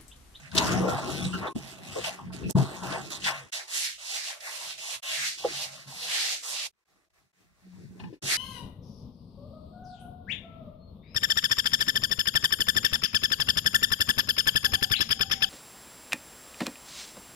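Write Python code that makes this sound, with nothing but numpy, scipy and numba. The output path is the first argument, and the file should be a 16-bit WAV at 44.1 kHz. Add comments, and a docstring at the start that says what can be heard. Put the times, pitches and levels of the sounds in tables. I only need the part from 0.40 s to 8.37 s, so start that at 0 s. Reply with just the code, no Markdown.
"""Dense scratching ticks are heard first, with drags, knocks and splashes over a low boom.
A long-handled scraper blade, then a brush, works over the wet concrete of a drained pond near two microphone ports.
Random impulses stand for stick-slip; filtered noise excites the head, the handle, the water and the trough.
The sound comes in passages separated by brief, nearly silent gaps."""
import sys
import numpy as np
from scipy import signal
from scipy.fft import rfft, irfft, next_fast_len
from scipy.io import wavfile
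from scipy.ndimage import uniform_filter1d
from numba import njit

SR = 44100
rng = np.random.default_rng(int(sys.argv[2]) if len(sys.argv) > 2 else 0)


def wav_record(signal):
    """Record a signal, one row per channel, as 16-bit PCM in the file named by sys.argv[1]."""
    frames = np.transpose(np.atleast_2d(signal))
    bounded = np.clip(frames, -1, 1)
    # unit amplitude maps onto the largest positive 16-bit level
    quanta = np.round(bounded * 32767).astype(np.int16)
    wavfile.write(sys.argv[1], SR, quanta)


N = 351477

# Strokes of the blade, then of the brush: (landing time [s], hiss on landing [dB], swell [s], top hiss [dB],
# hold [s], fall [dB/s], strongest rasp over hiss [dB], place of that rasp [share of stroke],
# drag over hiss on landing [dB], drag over hiss at the end [dB], port balance [dB, quarter to each port])
STROKES = [ (0.0, -52, 0.028, -56, 0.049, 150, 5.5, 0.32, -2.5, -6, -5),
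           (.125, -54, 0.05, -32, 0.0039, 44.4, 2, 0.49, -1, 15, 3.5),
           (0.488, -39, 0.015, -40, 0.018, 61, -11, 0.07, 8, -14, -4.5),
           (.56, -49.5, 0.16, -40, 0.064, 49.6, -14.5, .05, -2, -22, -2),
           (.98, -54.5, 0.097, -52, 0.0031, 706, 12.5, 0.58, 8, 25.5, 3.5),
           (1.157, -49, 0.12, -46.5, 0.03, 110, -2, 1, -8, 0, -7),
           (1.373, -58.5, 0.21, -38.5, 0.035, 200, -6, 0.15, 1.5, -13, -0.5),
           (1.64, -39, 0.0061, -36.5, 0.032, 178, 1, 0.71, -5, 0.5, 2),
           (1.78, -57, 0.033, -61, 0.07, 150, 3, .4, 2.5, 1.5, -2),
           (1.93, -48.5, 0.008, -49.5, .01, 80, 1.5, 0.41, -2, 2, -6),
           (2.059, -75, 0.036, -46, 0.0018, 900, -14, .05, -12, -6, -12),
           (2.155, -61, 0.028, -38, 0.026, 110, -13, 0.87, 4, -1, -1),
           (2.28, -50.5, 0.12, -48, .005, 200, -4, 0.32, 6.5, 2.5, -2.5),
           (2.431, -47.5, 0.13, -39, .005, 200, -0.5, 0.5, 6.5, 5.5, -2),
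           (2.6, -52.5, 0.074, -46.5, .01, 200, -3, .05, -6, -6, -6),
           (2.705, -44.5, 0.014, -39, 0.0084, 171, -17, .8, -3.5, -3, -4),
           (2.801, -53, 0.062, -28.5, 0.027, 400, 2, 0.62, -31, 3, 4.5),
           (2.929, -50.5, 0.072, -46.5, 0.004, 196, 8, .1, -0.5, -3.5, 1),
           (3.125, -39.5, 0.0038, -33.5, 0.044, 207, -2.5, 0.65, -15.5, -7.5, -2),
           (3.282, -45.5, 0.07, -29, 0.1, 177, -5, 0.76, -11, -36, -3),
           (3.587, -47, 0.17, -30.5, 0.0045, 103, -10, 0.72, -13.5, -21, -4.5),
           (3.84, -43, 0.043, -34, 0.022, 287, 1.5, 0.74, -24.5, 0.5, -0.5),
           (4.007, -46, 0.059, -38, 0.11, 199, -5, 0.29, -14.5, -11.5, -3),
           (4.2, -41, 0.1, -36.5, 0.0091, 190, -9, 0.15, -10.5, -19, -3.5),
           (4.384, -40.5, 0.14, -34, .03, 453, -13, 0.78, -16, -12.5, -4),
           (4.624, -41, 0.077, -31, 0.18, 168, -2, 0.58, -12.5, -29.5, -1.5),
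           (4.985, -41, 0.06, -39, 0.05, 150, -9, .5, -13, -11, -3),
           (5.1, -46, .045, -33.5, .095, 210, -9, .9, -14, -10, -2),
           (5.289, -57.5, 0.033, -44, 0.039, 108.6, -9, 0.55, -11, -7.5, -2),
           (5.477, -46.5, 0.27, -29.5, 0.18, 175, -4.5, 0.55, -10, -22, -1.5),
           (6.035, -39, 0.061, -33.5, 0.17, 890, -13, 0.81, -11, -20, -4),
           (7.828, -38.5, 0.082, -24, 0.028, 100, -9.5, 0.45, -12.5, -33, 0), ]
# Faint hiss while the brush rests: (time [s], hiss [dB], drag over hiss [dB],
# port balance [dB, quarter to each port])
RESTING = [(6.33, -95.5, -1.5, 2), (6.39, -85, -4, 0), (6.465, -87, 1.5, -2), (6.48, -77, 2, -2.5),
           (6.52, -75, 1.5, -2), (6.65, -79, 1, -1), (6.69, -87, 1.5, -0.5), (6.728, -86, -0.5, -0.5),
           (6.74, -75, 0.1, -0.5), (6.79, -73.5, -2, -1), (6.91, -85.5, -3.5, 1.5), (7.01, -71.5, -2.5, 1),
           (7.13, -78, 0, -2.5), (7.224, -71.5, -0.5, -2), (7.436, -66, -5.5, 6), (7.542, -71, 2, -3),
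           (7.62, -64, 2, 12), (7.708, -71.5, -13, 18), (7.748, -67.5, -13, 5.5), (7.79, -88, -7, -0.5)]
# Spectrum of the bristle slips: (frequency [Hz], relative level [dB])
BRISTLE_SPECTRUM = [(1350, -32.5), (2200, -2.5), (2750, 4.5), (3130, 2.5), (4300, 3.5), (7160, -1.5),
                    (11700, -10.5), (14900, -25), (15600, -41), (16000, -81)]
# Spectrum of the blade's crackle: (frequency [Hz], relative level [dB])
BLADE_SPECTRUM = [(1200, -40), (1900, -7), (2600, -0.5), (3100, -4), (3720, -3), (4650, -5), (5480, -5.5),
                  (8460, -9.5), (11300, -16), (13900, -24.5), (14900, -33), (16000, -43)]
# Spectrum of the head dragging through grit: (frequency [Hz], relative level [dB])
DRAG_SPECTRUM = [(250, -54), (420, -18.5), (572, 2), (804, 3), (949, -8), (1110, 0), (1500, -4),
                 (1950, -12.5), (3300, -60)]
# Resonances of the head: (frequency [Hz], width before broadening [Hz], relative level [dB])
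HEAD_MODES = [(225.7, 33, -4.5), (372.4, 27, -4.5), (483.5, 45, 1), (651, 30, 4), (821, 16, -2.5),
              (890, 50, -2.5), (970, 165, 0), (1069, 11, 5), (1371, 58, -3), (1522, 47, -2.5)]
# Head knocking and juddering on concrete: (time [s], peak [dB], centre of the ring [Hz],
# t60 of the contact [s], fall away from the centre [dB/octave])
KNOCKS = [(.114, -39.5, 1550, 0.031, 38.5), (.429, -20, 455, 0.13, 43), (.468, -21, 482, 0.26, 31),
          (.519, -23.5, 810, 0.072, 44.5), (.93, -27, 1440, 0.14, 48), (1.025, -25.5, 1070, 0.1, 33.5),
          (1.061, -25.5, 1070, 0.12, 81), (1.158, -21.5, 223, 0.025, 25), (1.555, -22.5, 427, 0.14, 16.5),
          (1.577, -25, 445, 0.072, 37.5), (1.663, -27, 646, 0.086, 36), (1.783, -33.5, 970, 0.21, 39),
          (1.899, -39, 1580, 0.046, 7), (2.093, -32, 696, 0.041, 19.5), (2.153, -21, 710, 0.2, 25.5),
          (2.43, -32, 1000, 0.31, 9), (2.524, -27, 1200, 0.13, 17), (2.553, -27.5, 1060, 0.11, 25),
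          (2.859, -23, 1410, 0.33, 17), (2.893, -29, 1030, .14, 25), (2.88, -35.5, 650, 0.3, 33.5),
          (4.071, -36.5, 960, 0.22, 18), (5.038, -30, 800, .04, 110), (5.045, -14, 480, 0.053, 30)]
# Slaps and splashes: (time [s], peak [dB], pitch [Hz], t60 of the tail [s], band width over pitch, held to 0.1-3)
SPLASHES = [(0.1155, -36, 4140, 0.029, 0.44), (0.1502, -24, 4270, 0.067, 3.3),
            (0.165, -18, 3760, 0.08, 0.75), (0.1787, -5, 3960, 0.042, 0.96),
            (0.266, -27, 5180, 0.057, 0.84), (0.32, -26, 5240, 0.054, 0.98),
            (0.845, -24.5, 3840, 0.12, 0.21), (1.643, -21, 2990, 0.057, 0.39), (1.9305, -43, 3600, 0.11, 1),
            (2.0977, -28, 6900, 0.091, 0.82), (2.109, -18, 7460, 0.006, 1.9),
            (2.4294, -36.5, 3920, 0.46, 1.2), (2.5226, -27, 2920, 0.065, 1), (2.703, -31, 3890, 0.093, 2.4),
            (2.7594, -39, 3700, 0.051, 1.6), (2.82, -32, 3000, 0.033, 0.27),
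            (2.842, -19.5, 3300, 0.17, 0.75), (4.006, -34, 3870, 0.042, 1), (7.595, -45, 2860, 0.099, 0.6)]
# Thin squeaks of the wet edge: (time [s], peak [dB], pitch [Hz], t60 [s])
SQUEAKS = [(.77, -35.5, 3520, 0.16), (0.812, -32.5, 3420, 0.064), (0.923, -30.5, 2850, 0.19),
           (1.069, -33.5, 3640, 0.066), (2.03, -37, 2620, 0.22)]
# The resting handle taps the wall: (time [s], peak [dB], t60 of the contact [s], tilt of the ring [dB/octave])
TAPS = [(7.596, -38.5, 0.073, 2), (7.634, -37.5, .09, -1), (7.672, -50.5, .05, 0.1), (7.725, -52, 0.13, 7)]
# Resonances of the handle: (frequency [Hz], width before broadening [Hz], relative level [dB])
HANDLE_MODES = [(863, 49, 0), (991, 50, -2), (1585, 55, -10), (1760, 53, -6), (2480, 120, -9),
                (2860, 70, -8), (3640, 63, -20), (4330, 60, -17), (5000, 120, -26), (5530, 54, -22)]
# Faint dry ticks in the quiet: (time [s], peak [dB])
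FAINT_TICKS = [(6.336, -72), (6.349, -76), (6.389, -72), (6.455, -68), (6.646, -66), (6.702, -62.5),
               (6.934, -70)]
# Low sounds, one list a stretch: (time [s], rumble [dB], slosh over rumble [dB], upper over lower boom [dB])
LOW_LEVELS = [
    [(0.0, -54, -21, -8), (0.052, -51.5, -35, -16), (0.118, -55, -41, 0.5), (0.146, -35, -0.5, 0),
     (0.446, -30, -5, 10), (0.604, -41.5, -3, -2), (0.756, -41.5, 6, 2), (0.872, -31.5, -13.5, 6),
     (0.906, -42, -6, 10), (0.958, -34.5, -6, 14), (1.125, -57, 9.5, 2)],
    [(1.155, -39, -5.5, 7), (1.221, -47.5, -12.5, -4), (1.463, -52.5, -5.5, 2), (1.521, -47, -15, 5),
     (1.567, -57, 4, 6), (1.621, -48, -18, 3), (1.779, -56.5, -1, 16), (1.845, -42.5, -15, 7),
     (1.929, -42, -8.5, 1), (2.111, -34, -3, 10), (2.125, -59, -10, -2)],
    [(2.155, -27.5, -5.5, -3), (2.217, -26.5, -7.5, -16), (2.261, -41, -1.5, -5), (2.401, -48.5, -6.5, 1),
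     (2.437, -37, -7, 4), (2.735, -53.5, 0, -15), (2.849, -47, -10, 26), (2.909, -55, -1, -15),
     (2.991, -58, -23, -27), (3.059, -55.5, -2, -10), (3.1, -76, 7, -1)],
    [(3.125, -83, -2, 5), (3.707, -87, -1, 0), (3.757, -72, -27, -1), (3.801, -85, -2, 4),
     (4.159, -83.5, 4, 3), (4.281, -66, -35, -2), (4.335, -79.5, 1, 6), (4.405, -66, -24, -7),
     (4.471, -87, -2, 0.5), (4.565, -69, -6, -1), (4.6, -80.5, -27, 0.5)],
    [(4.63, -92, 20, -4), (4.826, -57, -24, -20), (4.98, -83, 15, -1), (5.078, -55, 6.5, -14),
     (5.294, -56.5, -28, -15), (5.444, -70, -1.5, -10), (5.48, -53, -17, -21), (6.046, -88, 18, -10.5),
     (6.14, -65, -32.5, -6), (6.266, -76.5, -5, -6), (6.31, -97, -11, 1.5)],
    [(6.33, -97.5, -0.5, 5), (6.46, -99, 3.5, -1.5), (6.526, -73, 0, -2), (6.722, -99, 4, -1.5),
     (6.804, -76, -4.5, -1), (6.87, -76, -6.5, 0.5), (6.9, -97.5, -1, 2), (7.022, -70, 0, 3),
     (7.092, -72.5, -17, 0), (7.122, -77, -5, -1.5), (7.2, -77, -5, -1)],
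    [(7.22, -68, -17, 5), (7.258, -58, -8.5, 19), (7.31, -60, -17, 21), (7.408, -46.5, -9.5, 13),
     (7.44, -45.5, -13, -6), (7.482, -54, -17, 9), (7.512, -47.5, -12, 17), (7.568, -54, -2.5, 12),
     (7.656, -39.5, -15.5, 21), (7.69, -44.5, -16, 20), (7.736, -56, 11.5, -1), (7.788, -82, 6, 0.5),
     (7.834, -48.5, 3, 5), (7.97, -59.5, 2, 4)],
]
# Spectrum of the rumble: (frequency [Hz], relative level [dB])
RUMBLE_SPECTRUM = [(18, -61.5), (30, -30), (53, -14.5), (97, -6), (130, -4), (184, -3), (260, -8.5),
                   (340, -43.5), (570, -120)]
# Air resonances of the trough: (frequency [Hz], width of the band-pass, applied twice [Hz])
TROUGH_MODES = [(139, 20), (182, 15)]
# Spectrum of the even air hiss: (frequency [Hz], relative level [dB])
AIR_SPECTRUM = [(240, -32), (400, -5), (520, -18), (1870, -16), (2400, -12), (2670, -13.5), (16000, -25)]
# Likeness of the two channels by frequency: (frequency [Hz], likeness [1 in step, -1 opposed])
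LIKENESS = [(400, .2), (700, .55), (1100, .85), (1680, .01), (2000, -.6), (2100, -.97), (2150, -.9995),
            (2450, -.9995), (2510, -.95), (2650, -.5), (2950, .01), (3250, .9), (3330, .995), (3560, .995),
            (3680, .8), (4080, .01), (4650, -.6), (5200, .01), (5900, .45), (6900, -.45), (7800, .01)]
# Stretches of full likeness weighting, where the sound turns hollow: (start [s], end [s])
HOLLOW = [(.42, 1.08), (1.17, 1.22), (1.48, 1.62), (2.13, 2.48), (2.54, 2.82), (2.9, 3.0), (3.13, 3.19),
          (3.28, 3.33), (3.63, 3.76), (4.4, 4.5), (4.63, 4.7), (4.97, 5.06), (5.36, 5.44), (5.46, 5.61),
          (6.05, 6.11), (6.38, 6.45), (7.82, 7.88)]
# Passages at full gain: (start [s], end [s])
PASSAGES = [(0.0, 1.125), (1.155, 2.125), (2.155, 3.1), (3.125, 4.6), (4.63, 6.31), (6.33, 6.438),
            (6.455, 6.685), (6.7, 6.915), (6.933, 7.79), (7.825, 7.97)]
# Response of the two ports: (frequency [Hz], left minus right [dB])
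PORT_BALANCE = [(60, 2), (110, 2.5), (200, 2), (380, 3), (700, 1), (1290, 0.5), (2100, 0), (3700, 0),
                (4400, -.5), (8120, -3), (15000, -5)]

TICKS_PER_S, TICK_SPREAD_DB = 20000, 0.5
BLADE_UNTIL_S = 3.11
PORT_LAG_S, BRISTLES_ALIKE, HEAD_ALIKE = .00036, 0.02, 0.05  # alike: share of power common to the ports
RASP_HZ, RASP_WIDTH_HZ = 1960, 2060
RASP_SWING_DB, RASP_SPAN = 9, 0.18  # sinking away from the strongest rasp; its width as share of the stroke
RESTING_RASP_DB = -1  # over the hiss
LANDING_S, SPENT_DB = 0.011, 18  # ramp ahead of the landing; fall that counts as the end of a stroke
SLOSH_HZ, SLOSH_WIDTH_HZ = 336, 282
FAINT_TICK_HZ, FAINT_TICK_T60_S = 1498, .03
MURMUR_HZ, MURMUR_WIDTH_HZ = 1139, 300
MURMUR_DB, MURMUR_S = -7.5, (6.33, 7.2)  # level over the hiss; start and end
BOOM_DB = -7.5  # mean of the two boom levels over the rumble
AIR_DB, HUM_DB = -72.5, -84.5
HOLLOW_EDGE_S, USUAL_SHARE = .012, .7  # share of the likeness kept outside the hollow stretches
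LOUD_DB, LOUD_SPAN_DB, LOUD_LATE_S, LOUD_SHARE = -40, 3, .08, .15  # share kept after loud hiss
FADE_IN_S, FADE_OUT_S, GAP_DB = 0.0099, 0.01, -38
TOP_HZ = 15600


def undb(db):
    """Decibels to amplitude ratio."""
    return 10 ** (np.asarray(db) / 20)


def unit(x):
    """Normalisation to unit root mean square."""
    return x / np.sqrt(np.mean(x ** 2))


def on_log(table, hz):
    """Interpolation of (frequency, value) points on a logarithmic frequency axis."""
    f, v = np.transpose(table)
    return np.interp(np.log(hz), np.log(f), v)


def curve(rows):
    """Linear interpolation of a table's columns over time, one value a sample."""
    s, *columns = np.transpose(rows)
    return [np.interp(np.arange(N) / SR, s, c) for c in columns]


@njit
def svf(x, hz, width):
    """Second-order resonance: a state-variable band-pass with gain 1 at the centre."""
    y, band, low = np.empty(len(x)), 0., 0.
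    g, k = np.tan(np.pi * hz / SR), width / hz
    for i in range(len(x)):
        v = (band + g * (x[i] - low)) / (1 + g * (g + k))
        band, low, y[i] = 2 * v - band, low + 2 * g * v, k * v
    return y


def steep(x, hz, width):
    """Cascaded resonance: the same band-pass twice on each channel, for steeper skirts."""
    return np.array([svf(svf(c, 1. * hz, 1. * width), 1. * hz, 1. * width) for c in x])


def walk(rate):
    """Slow random modulation: levels held 1 / rate s, then averaged twice; spread near 1."""
    k = int(SR / rate)
    held = np.repeat(rng.standard_normal(N // k + 1), k)
    return 1.77 * uniform_filter1d(uniform_filter1d(held, k), k)[:N]


def ticks(rate, spread_db):
    """Stick-slip as random impulses: irregular slips of either sign, a few larger than the rest."""
    slips = (rng.random(N) < rate / SR) * rng.standard_normal(N)
    return slips * undb(spread_db * np.minimum(rng.exponential(size=N), 4))


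def at_ports(draw, alike, lag_s):
    """Partial coherence: a shared part, late at the left port, plus an independent part at each port."""
    shared, alike = draw(), np.clip(alike, 0, 1)
    late = np.roll(shared, int(lag_s * SR))
    own = np.array([draw(), draw()])
    return np.sqrt(alike) * np.array([late, shared]) + np.sqrt(1 - alike) * own


def colour(x, spectrum, step, flicker_db, rate):
    """Spectral shaping in overlapping bands, step octaves apart, each flickering independently."""
    size = next_fast_len(N)
    hz = np.arange(size // 2 + 1) * SR / size + 1
    shaped = rfft(x, size) * undb(on_log(spectrum, hz))
    place = np.log2(hz / spectrum[0][0]) / step
    last = int(np.log2(spectrum[-1][0] / spectrum[0][0]) / step) + 1
    total = 0
    for k in range(last + 1):
        band = irfft(shaped * np.clip(1 - np.abs(place - k), 0, 1), size)[:, :N]
        total = total + undb(flicker_db * walk(rate)) * band
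    return unit(total)


def contact(t60, rise_s):
    """Impact excitation: noise force with a quick rise and exponential decay, mostly independent at the ports."""
    t = np.arange(SR // 3) / SR
    noise = rng.standard_normal((3, len(t)))
    decay = np.exp(-np.log(1000) * t / max(t60, .005))
    return (noise[0] + 3 * noise[1:]) * (1 - np.exp(-t / rise_s)) * decay


def add(out, s, db, sound):
    """Superposition: add an event at its time, scaled to its peak level."""
    i = int(s * SR)
    out[:, i:i + sound.shape[1]] += (undb(db) * sound / np.abs(sound).max())[:, :N - i]


def strokes():
    """Power addition of strokes that land, swell, hold and fall; gives hiss, rasp, drag and balance curves."""
    t = np.arange(N) / SR
    still_db, still_drag_db, still_pan_db = curve(RESTING)
    resting = (t > RESTING[0][0] - LANDING_S) & (t < RESTING[-1][0] + LANDING_S)
    hiss = undb(2 * still_db) * resting + 1e-12  # doubled decibels give power
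    rasp = hiss * undb(2 * RESTING_RASP_DB)
    drag = hiss * undb(2 * still_drag_db)
    pan = hiss * still_pan_db  # balance weighted by power
    for s, land_db, swell, top_db, hold, fall, rasp_db, rasp_at, drag_db, end_drag_db, pan_db in STROKES:
        start = max(int((s - LANDING_S) * SR), 0)
        now = slice(start, int((s + swell + hold + 3 * SPENT_DB / fall) * SR))
        age = t[now] - s
        db = np.interp(age, [0, swell], [land_db, top_db]) - fall * np.maximum(age - swell - hold, 0)
        power = undb(2 * db) * np.clip(age / LANDING_S + 1, 0, 1) ** 2
        done = np.clip(age / (swell + hold + SPENT_DB / fall), 0, 1)
        sink_db = RASP_SWING_DB * (np.exp(-((done - rasp_at) / RASP_SPAN) ** 2) - 1)
        hiss[now] += power
        pan[now] += power * pan_db
        rasp[now] += power * undb(2 * (rasp_db + sink_db))
        drag[now] += power * undb(2 * (drag_db + (end_drag_db - drag_db) * done))
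    return 10 * np.log10(hiss), 10 * np.log10(rasp / hiss), 10 * np.log10(drag), pan / hiss


def brush(hiss_db, rasp_db):
    """Stick-slip friction: coarse blade crackle, then dense bristle slips, both with a lower band of rasp."""
    slips = at_ports(lambda: ticks(TICKS_PER_S, TICK_SPREAD_DB), BRISTLES_ALIKE, PORT_LAG_S)
    crackle = at_ports(lambda: ticks(3000, 2.2), 0.02, PORT_LAG_S)
    bristles = colour(slips, BRISTLE_SPECTRUM, .6, flicker_db=1.6, rate=14) * undb(.45 * walk(40))
    blade = colour(crackle, BLADE_SPECTRUM, 0.2493, flicker_db=2.0, rate=30) * undb(1.3 * walk(45.1))
    rasp = steep(steep(slips, RASP_HZ, RASP_WIDTH_HZ), RASP_HZ, RASP_WIDTH_HZ)
    rasp = unit(rasp) * undb(1.603 * walk(30))
    tool = np.where(np.arange(N) / SR < BLADE_UNTIL_S, blade, bristles)
    return undb(hiss_db) * (tool + undb(rasp_db) * rasp)


def head(drag_db):
    """Friction-driven resonance: wet grit excites head modes whose levels come and go."""
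    grit = at_ports(lambda: ticks(4000, 2.), HEAD_ALIKE, .0001)
    ring = 0
    for hz, width, db in HEAD_MODES[1:]:  # the lowest mode rings only under blows
        ring = ring + undb(db + 5.4 * walk(18)) * steep(grit, hz, 1.4 * width)
    scrape = colour(grit, DRAG_SPECTRUM, .4, flicker_db=2.5, rate=25)
    return undb(drag_db) * unit(scrape + undb(-6.5) * unit(ring))


def ring_modes(force, modes, trim_db, broaden):
    """Modal superposition: one contact force drives all resonances, each trimmed by its frequency."""
    return sum(undb(db + trim_db(hz)) * steep(force, hz, broaden * width) for hz, width, db in modes)


def knocks():
    """Modal excitation by impact: each knock favours the head resonances near its centre."""
    out = np.zeros((2, N))
    for s, db, centre_hz, t60, fall_db in KNOCKS:
        force = contact(t60, rise_s=0.0025)
        trim_db = lambda hz: -fall_db * abs(np.log2(hz / centre_hz))
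        add(out, s, db, ring_modes(force, HEAD_MODES, trim_db, broaden=2.4))
    return out


def splashes():
    """Band-limited impact noise: a sharp crack and its tail, centred on the pitch of each slap."""
    out = np.zeros((2, N))
    for s, db, hz, t60, width in SPLASHES:
        force = contact(t60, rise_s=0.0021) + contact(0.0053, rise_s=0.00011)
        add(out, s, db, steep(force, hz, np.clip(width, .1, 3) * hz))
    return out


def squeaks():
    """Narrow-band resonance: the wet edge squeaks with a soft swell."""
    out = np.zeros((2, N))
    for s, db, hz, t60 in SQUEAKS:
        add(out, s, db, steep(contact(t60, rise_s=0.012), hz, 0.11 * hz))
    return out


def slosh(slosh_db):
    """Resonant response to random impulses: shallow water gurgles along the floor in short low lumps."""
    lumps = at_ports(lambda: ticks(300, 1.0), 0.59, .0004)
    gurgle = steep(steep(lumps, SLOSH_HZ, SLOSH_WIDTH_HZ), SLOSH_HZ, SLOSH_WIDTH_HZ)
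    return undb(slosh_db + 1.3 * walk(25)) * unit(gurgle)


def taps():
    """Modal excitation of the handle by its taps on the wall."""
    out = np.zeros((2, N))
    for s, db, t60, tilt_db in TAPS:
        force = contact(t60, rise_s=.002)
        trim_db = lambda hz: tilt_db * np.log2(hz / HANDLE_MODES[0][0])
        add(out, s, db, ring_modes(force, HANDLE_MODES, trim_db, broaden=1.8))
    return out


def faint_ticks():
    """Broadly filtered noise bursts: short dry ticks in the quiet."""
    out = np.zeros((2, N))
    for s, db in FAINT_TICKS:
        force = contact(FAINT_TICK_T60_S, rise_s=.001)
        add(out, s, db, steep(force, FAINT_TICK_HZ, 3 * FAINT_TICK_HZ))
    return out


def murmur(hiss_db):
    """Narrow-band noise: a wavering murmur that follows the faint hiss while the brush rests."""
    t = np.arange(N) / SR
    band = unit(steep(rng.standard_normal((2, N)), MURMUR_HZ, MURMUR_WIDTH_HZ))
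    sounding = (t > MURMUR_S[0]) & (t < MURMUR_S[1])
    return band * undb(hiss_db + MURMUR_DB + 2.53 * walk(20)) * sounding


def rumble(rumble_db, *boom_db):
    """Cavity resonance: a lumpy low rumble, partly different at each port, excites the air of the trough."""
    lumps = at_ports(lambda: rng.standard_normal(N) * undb(2.3 * walk(30)), 0.32, 0.00055)
    boom = sum(undb(db) * unit(steep(lumps, hz, width)) for db, (hz, width) in zip(boom_db, TROUGH_MODES))
    return undb(rumble_db) * (colour(lumps, RUMBLE_SPECTRUM, .5, flicker_db=2.5, rate=22) + boom)


def air(hiss_db):
    """Shaped stationary noise: a faint even hiss that sinks with the stroke hiss below its own level."""
    noise = colour(rng.standard_normal((2, N)), AIR_SPECTRUM, 2.0, flicker_db=-0.5, rate=15)
    return undb(np.minimum(hiss_db, AIR_DB)) * noise


def hum():
    """Low band-pass noise: a faint wavering rumble beneath the rest."""
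    return undb(HUM_DB + 5.4 * walk(12)) * unit(steep(rng.standard_normal((2, N)), 55, 70))


def matched(x):
    """Inter-channel correlation: weigh sum and difference of the channels by the likeness of each band."""
    size = next_fast_len(N)
    hz = np.arange(size // 2 + 1) * SR / size + 1
    alike = np.clip(on_log(LIKENESS, hz), -.9995, .9995)
    left, right = rfft(x, size)
    weighed = [(left + right) * np.sqrt(1 + alike), (left - right) * np.sqrt(1 - alike)]
    mid, side = irfft(weighed, size)[:, :N] / 2
    return np.array([mid + side, mid - side])


def likeness_share(hiss_db):
    """Varying correlation: full in hollow stretches, else partial, and less shortly after loud brush hiss."""
    t = np.arange(N) / SR
    late_hiss_db = np.roll(hiss_db, int(LOUD_LATE_S * SR))
    loud = np.clip((late_hiss_db - LOUD_DB) / LOUD_SPAN_DB, 0, 1) * (t > BLADE_UNTIL_S)
    hollow = sum(np.clip(np.minimum(t - a, b - t) / HOLLOW_EDGE_S + 1, 0, 1) for a, b in HOLLOW)
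    return np.clip(hollow, USUAL_SHARE - loud * (USUAL_SHARE - LOUD_SHARE), 1)


def passages():
    """Amplitude envelope: the gain opens ahead of each passage and closes after it."""
    t = np.arange(N) / SR
    rise = lambda x: np.clip(x + 1, 0, 1) ** 2
    gain = sum(rise((t - a) / FADE_IN_S) * rise((b - t) / FADE_OUT_S) for a, b in PASSAGES)
    return np.clip(gain, undb(GAP_DB), 1)


def scene():
    """Linear superposition of the near sources, weighted between the ports, and the background."""
    hiss_db, rasp_db, drag_db, pan_db = strokes()
    rumble_db, slosh_db, upper_db = curve(np.concatenate(LOW_LEVELS))
    near = brush(hiss_db, rasp_db) + head(drag_db) + knocks() + splashes() + squeaks()
    near = near + slosh(rumble_db + slosh_db) + taps() + faint_ticks() + murmur(hiss_db)
    near = near * undb(np.array([pan_db, -pan_db]) / 4)
    share = likeness_share(hiss_db)
    near = share * matched(near) + (1 - share) * near
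    low = rumble(rumble_db, BOOM_DB - upper_db / 2, BOOM_DB + upper_db / 2)
    return passages() * (near + low + air(hiss_db) + hum())


def record(dry):
    """Port frequency response: more treble at the right, more bass at the left, and a steep top cut."""
    size = next_fast_len(N)
    tilt_db = on_log(PORT_BALANCE, np.arange(size // 2 + 1) * SR / size + 1)
    ports = irfft(rfft(dry, size) * undb(np.array([tilt_db, -tilt_db]) / 2), size)[:, :N]
    return signal.sosfilt(signal.ellip(8, .2, 70, TOP_HZ, fs=SR, output="sos"), ports)


dry = scene()
out = record(dry)
wav_record(out)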